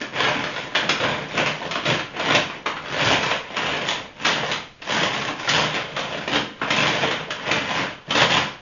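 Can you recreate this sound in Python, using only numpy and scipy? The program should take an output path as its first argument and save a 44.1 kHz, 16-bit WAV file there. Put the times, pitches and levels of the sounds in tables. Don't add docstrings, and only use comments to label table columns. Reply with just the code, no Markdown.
import sys
import numpy as np
from scipy import signal
from scipy.fft import rfft, irfft, next_fast_len
from scipy.io import wavfile
from scipy.ndimage import uniform_filter1d

SR = 44100
rng = np.random.default_rng(int(sys.argv[2]) if len(sys.argv) > 2 else 0)


def int16_out(signal):
    q = np.round(np.clip(np.atleast_2d(signal).T, -1, 1) * 32767)
    wavfile.write(sys.argv[1], SR, q.astype(np.int16))


N = 379680


def amp(db):
    return 10 ** (np.asarray(db) / 20)


def unit(x):
    return x / np.sqrt(np.mean(x ** 2) + 1e-20)


def along(points, hz):
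    freqs, values = np.transpose(points)
    return np.interp(np.log(hz + 1), np.log(freqs + 1), values)


def coloured(x, gain):
    size = 2 * next_fast_len(len(x) // 2 + 4096)
    hz = np.fft.rfftfreq(size, 1 / SR)
    cepstrum = irfft(np.log(np.maximum(gain(hz), 1e-6)))
    cepstrum[1:size // 2] *= 2
    cepstrum[size // 2 + 1:] = 0
    return irfft(rfft(x, size) * np.exp(rfft(cepstrum)), size)[:len(x)]


def below(hz, edge_hz, order):
    return 1 / (1 + (hz / edge_hz) ** order)


def fade(t, seconds):
    return np.exp(-np.log(1000) * t / seconds)


def add(track, start_s, sound):
    part = track[max(round(start_s * SR), 0):][:len(sound)]
    part += sound[:len(part)]


def shove_force(peak_s, swell_s, ease_s):
    t = np.arange(N) / SR - peak_s
    near = (t > -4 * swell_s) & (t < 6 * ease_s)
    force, t = np.zeros(N), t[near]
    force[near] = np.exp(-np.where(t < 0, np.abs(t / swell_s) ** 1.68, np.abs(t / ease_s) ** 1.31))
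    return force


def buckles(per_second=480, spread_db=4.5, ring_s=0.011, colour_db=3.5, ripples_per_octave=0.7, count=48):
    t = np.arange(SR // 100) / SR
    octaves = np.log2(np.fft.rfftfreq(len(t), 1 / SR) + 100)
    tint = amp(colour_db * np.cos(2 * np.pi * (ripples_per_octave * octaves + rng.random((count, 1)))))
    clicks = irfft(rfft(rng.standard_normal((count, len(t)))) * tint, len(t)) * fade(t, ring_s)
    clicks /= np.linalg.norm(clicks, axis=1, keepdims=True)
    dice = np.random.default_rng(rng.integers(1 << 30))
    when, size, which = dice.random((int(per_second * N / SR), 3)).T
    strength = amp(spread_db * np.minimum(-np.log(1 - size), 3))
    sounds = strength[:, None] * clicks[(which * count).astype(int)]
    places = (when * N).astype(int)[:, None] + np.arange(len(t))
    return np.bincount(places.ravel(), sounds.ravel(), N)[:N]


# frequency in Hz, level in dB.
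PAPER_TONE = [(30, -25.5), (60, -18.5), (95, -13), (135, -4.5), (280, -6), (450, -3.5), (650, 1), (1000, 3),
              (1250, -3.5), (1700, 0), (3200, -8.5), (4200, -19.5), (7000, -25.5)]
# moment of the peak, swell time and easing time, all in seconds,
# then level in dB, extra panel flexing in dB, extra fine crinkle in dB.
SHOVES = [(0, 0.05, 0.038, -24.5, 2, 0.5), (0.218, 0.053, 0.14, -16.5, -0.0, -0.5),
          (0.573, 0.15, 0.087, -30.5, 1, 3.5), (0.807, 0.083, 0.19, -25.5, 1, -2),
          (1.024, 0.034, 0.13, -21.5, 2.5, -0.5), (1.33, 0.1, 0.03, -33, 0.5, 1.5),
          (1.387, 0.028, 0.027, -16.5, 3, 0.5), (1.475, 0.017, 0.05, -24, 0.5, 0.5),
          (1.68, 0.15, 0.18, -33.5, 6, 0), (1.901, 0.047, 0.047, -19.5, 2.5, 3.5),
          (2.344, 0.12, 0.03, -16.5, 1.5, -3), (2.503, 0.11, 0.071, -33, 2.5, -1),
          (3.121, 0.19, 0.045, -18.5, 1.5, 3.5), (3.323, 0.25, 0.039, -24, -3.5, 3.5),
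          (3.714, 0.17, 0.165, -23, 1.5, -1), (3.91, 0.035, 0.021, -18.5, -4.5, 9),
          (4.284, 0.067, 0.13, -22.5, -1, 3), (4.53, 0.11, 0.033, -25.5, -0.5, 3.5),
          (4.95, 0.072, 0.12, -20.5, 0, 4.5), (5.132, 0.028, 0.071, -25, 2, 4.5),
          (5.28, 0.099, 0.036, -27.5, -1.5, 4), (5.404, 0.028, 0.073, -29.5, -4, 3.5),
          (5.571, 0.11, 0.078, -17.5, -0.5, 5), (5.751, 0.04, 0.061, -23.5, -3, 0),
          (6.163, 0.29, 0.09, -30, 3.5, 1.0), (6.368, 0.057, 0.024, -18.5, 1, 3),
          (6.845, 0.15, 0.16, -18.5, 0, 2.0), (7.017, 0.013, 0.14, -21.5, 1, -1.5),
          (7.535, 0.11, 0.067, -21, 0.0, -2), (7.778, 0.16, 0.08, -23.5, 0.5, 1.0),
          (8.215, 0.075, 0.037, -16.5, -0.5, 4.5), (8.312, 0.012, 0.088, -17, -0.5, 3.5)]
def crumpling(panel_top_hz=680, wrinkle_bottom_hz=3800):
    power, out = np.zeros((3, N)), np.zeros(N)
    for peak_s, swell_s, ease_s, db, flex_db, crinkle_db in SHOVES:
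        force = shove_force(peak_s, swell_s, ease_s)
        power[0] += (amp(db - 10 + flex_db) * force ** 0.91) ** 2
        power[1] += (amp(db - 3) * force) ** 2
        power[2] += (amp(db - 11.5 + crinkle_db) * force ** 1.17) ** 2

    def tone(hz, band):
        panels = below(hz, panel_top_hz, order=6)
        wrinkles = 1 - below(hz, wrinkle_bottom_hz, order=10)
        creases = np.clip(1 - panels - wrinkles, 0, 1)
        return amp(along(PAPER_TONE, hz)) * np.sqrt((panels, creases, wrinkles)[band])

    swarm = buckles()
    for band, level in enumerate(np.sqrt(power)):
        out += level * unit(coloured(swarm, lambda hz: tone(hz, band)))
    return out * dips_before_snaps()


# frequency in Hz, level in dB.
HUSH_TONE = [(25, -3.5), (60, -3), (130, -2), (300, -12), (1000, -17.5), (3000, -16.5), (7000, -28.5)]
def room_hush():
    return unit(coloured(rng.standard_normal(N), lambda hz: amp(along(HUSH_TONE, hz))))


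# frequency in Hz, level in dB.
SNAP_TONE = [(60, -31), (200, -7), (500, -7), (1000, -1), (1600, -1), (2400, -0.5), (3200, 2), (4200, -7.5),
             (7000, -15)]
# moment in seconds, strength in dB, extra treble in dB,
# level of the flurry compared with the crack in dB.
SNAPS = [(0.3436, -5.5, -11, -4.5), (0.439, -6, -5.5, -4.5), (0.5624, -6.5, -8, -6),
         (0.7505, 0.5, -5.5, -2.5), (0.7714, -8, 1, -8.5), (0.8927, 2, 1.5, -4), (1.0033, -10, -4.5, -3),
         (1.4606, -5.5, -0.5, -5.5), (1.711, -8.5, -1.5, -3.5), (1.7556, -4, -6.5, -4.5),
         (1.8541, -3, -2.5, -3.5), (1.9935, -7, -7, -5), (2.1672, -7, -7.5, -7.5), (2.196, 0.5, -7, -9.5),
         (2.2499, -9.5, -4, -2.5), (2.3494, 1, 2.5, -6.5), (2.4994, -6.5, -21, -9), (2.6601, 0.5, -10, -4),
         (2.767, -9.5, -13, -6), (3.23, -3.5, -4, -3.5), (3.313, 2, -10, -9.5), (3.5672, 2.5, -4.5, -11.5),
         (4.2498, 3, 0.5, -8.5), (4.2655, 0, 3, -10), (4.298, -10, -2, -12), (4.4307, -5.5, -17, -7),
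         (4.5147, -7.5, 1, -3), (4.8198, -13.5, -4.5, -4), (5.0315, -4, -1.5, -5), (5.1335, -8, 0, -3.5),
         (5.475, -6.5, -11.5, -1.5), (5.4913, 1, 7, -8), (5.743, -9, -2, -1.5), (5.9652, -2, -9, -7),
         (5.9928, -6, 3, -10.5), (6.124, -8, -9.5, -3.5), (6.2765, -10.5, -4, 0), (6.3537, -4.5, -3.5, -2),
         (6.6162, -1.5, -20, -3.5), (6.7048, -2.5, -1, -2.5), (6.764, -3.5, -0.5, -6.5),
         (7.111, -7.5, -1.5, -2.5), (7.306, -2, -3, -9.5), (7.5152, 1, 0.5, -10), (8.108, 4, -5.5, -13),
         (8.1506, -1, -2.5, -2.5), (8.316, -2.5, 1, -4.5), (8.3694, -5, -4, 0)]
def crease_snaps(crack_s=0.011, flurry_s=0.068, run_s=0.00074, lead_s=0.003, grit_db=3.5):
    t, out = np.arange(-SR // 50, SR // 6) / SR, np.zeros(N)
    after = np.maximum(t, 0)
    giving = 1 - np.exp(-after / run_s)
    lead_in = amp(-15) * np.exp(-np.abs(t) / lead_s)
    for moment_s, db, treble_db, flurry_db in SNAPS:
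        noise = rng.standard_normal(len(t))
        flicker = np.repeat(rng.uniform(-2, 2, len(t)), 48)[:len(t)]
        grit = unit(noise * amp(grit_db * flicker))
        crack = rng.standard_normal(len(t)) * fade(after, crack_s)
        flurry = amp(flurry_db) * grit * fade(after, flurry_s)
        burst = giving * (crack + flurry) + lead_in * grit
        treble = [(1700, 0), (5000, treble_db)]
        snap = coloured(burst, lambda hz: amp(along(SNAP_TONE, hz) + along(treble, hz)))
        add(out, moment_s + t[0], amp(db) * snap)
    return out


def dips_before_snaps(depth=0.17, lead_s=0.02):
    t, gain = np.arange(N) / SR, np.ones(N)
    for moment_s, *_ in SNAPS:
        near = slice(max(round((moment_s - 4 * lead_s) * SR), 0), round(moment_s * SR))
        gain[near] *= 1 - depth * np.exp(-((moment_s - t[near]) / lead_s) ** 2)
    return gain


# start in seconds, level in dB, pitch in Hz.
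FLOPS = [(0.354, -21, 246), (0.848, -25, 170), (1.081, -29.5, 176), (1.377, -26, 147), (1.869, -24, 137.5),
         (2.339, -15.5, 321), (3.061, -17, 121), (4.933, -22.5, 206), (5.29, -23, 283), (6.368, -20.5, 261),
         (7.79, -26, 265), (8.079, -27, 147), (8.136, -26, 300), (8.307, -29, 155)]
def panel_flops(ring_s=0.082, attack_s=0.0057):
    t, out = np.arange(SR // 4) / SR, np.zeros(N)
    shape = fade(t, ring_s) * (1 - np.exp(-t / attack_s))
    for start_s, db, hz in FLOPS:
        add(out, start_s, amp(db) * np.sin(2 * np.pi * hz * t) * shape)
    return out


# start in seconds, level in dB, pitch in Hz.
BUMPS = [(1.007, -24, 495.0), (1.341, -24.5, 457.0), (1.616, -25.5, 870.0), (2.659, -27, 940.0),
         (3.589, -28, 635), (4.431, -24.5, 560), (5.286, -23.5, 970.0), (5.741, -21, 510.0),
         (5.965, -18, 1220.0), (6.276, -23, 520.0), (6.615, -21.5, 1000.0), (7.279, -30, 520.0),
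         (8.078, -32.5, 530.0)]
def dog_bumps(ring_s=0.068, sharpness=2.5):
    t, out = np.arange(SR // 6) / SR, np.zeros(N)
    for start_s, db, pitch in BUMPS:
        panel = lambda hz: 1 / (1 + (sharpness * (hz / pitch - pitch / (hz + 1)) / 2) ** 2)
        drumming = unit(coloured(rng.standard_normal(len(t)), panel))
        add(out, start_s, amp(db) * drumming * fade(t, ring_s))
    return out


# frequency in Hz, seconds to die away by 60 dB.
RING_TIMES = [(100, 0.52), (700, 0.41), (2000, 0.41), (6000, 0.38)]
def room_echo(x, echo_db=3, build_s=0.00095, spots=12, hold_samples=256):
    sounding = np.repeat(rng.integers(spots, size=N // hold_samples + 1), hold_samples)[:N]
    echo = np.zeros(N)
    for spot in range(spots):
        hz, t, noise = signal.stft(rng.standard_normal(SR // 2), SR, nperseg=256)
        decay = 1e-3 ** (t / along(RING_TIMES, hz)[:, None])
        _, tail = signal.istft(noise * decay, SR, nperseg=256)
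        tail *= 1 - np.exp(-np.arange(len(tail)) / SR / build_s)
        share = np.sin(np.pi / 2 * uniform_filter1d(1. * (sounding == spot), hold_samples))
        echo += signal.oaconvolve(x * share, tail / np.linalg.norm(tail))[:N]
    return (x + amp(echo_db) * echo) / np.hypot(1, amp(echo_db))


# frequency in Hz, width in Hz, boost in dB.
STANDING_WAVES = [(75, 14, 0.5), (127, 9.2, 7.5), (153.7, 15, 7.5), (206.6, 23, 5.5), (287, 81, 5),
                  (446.6, 22, 5.5), (520, 54, 5.5), (603, 16, 4.5), (740, 14, 2), (1019, 32, 5)]
def standing_waves(hz):
    return amp(sum(db / (1 + (2 * (hz - centre) / width) ** 2) for centre, width, db in STANDING_WAVES))


def scene():
    bag = room_echo(crumpling() + crease_snaps() + dog_bumps() + panel_flops())
    bag = coloured(bag, lambda hz: standing_waves(hz) * np.sqrt(1 - below(hz, edge_hz=55, order=4)))
    return (amp(2.5) * bag + amp(-52) * room_hush())[None]


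def record(dry):
    size = next_fast_len(N + SR // 4)
    hz = np.fft.rfftfreq(size, 1 / SR)
    return irfft(rfft(dry, size) * below(hz, edge_hz=7040, order=120), size)[:, :N]


dry = scene()
out = record(dry)
int16_out(out)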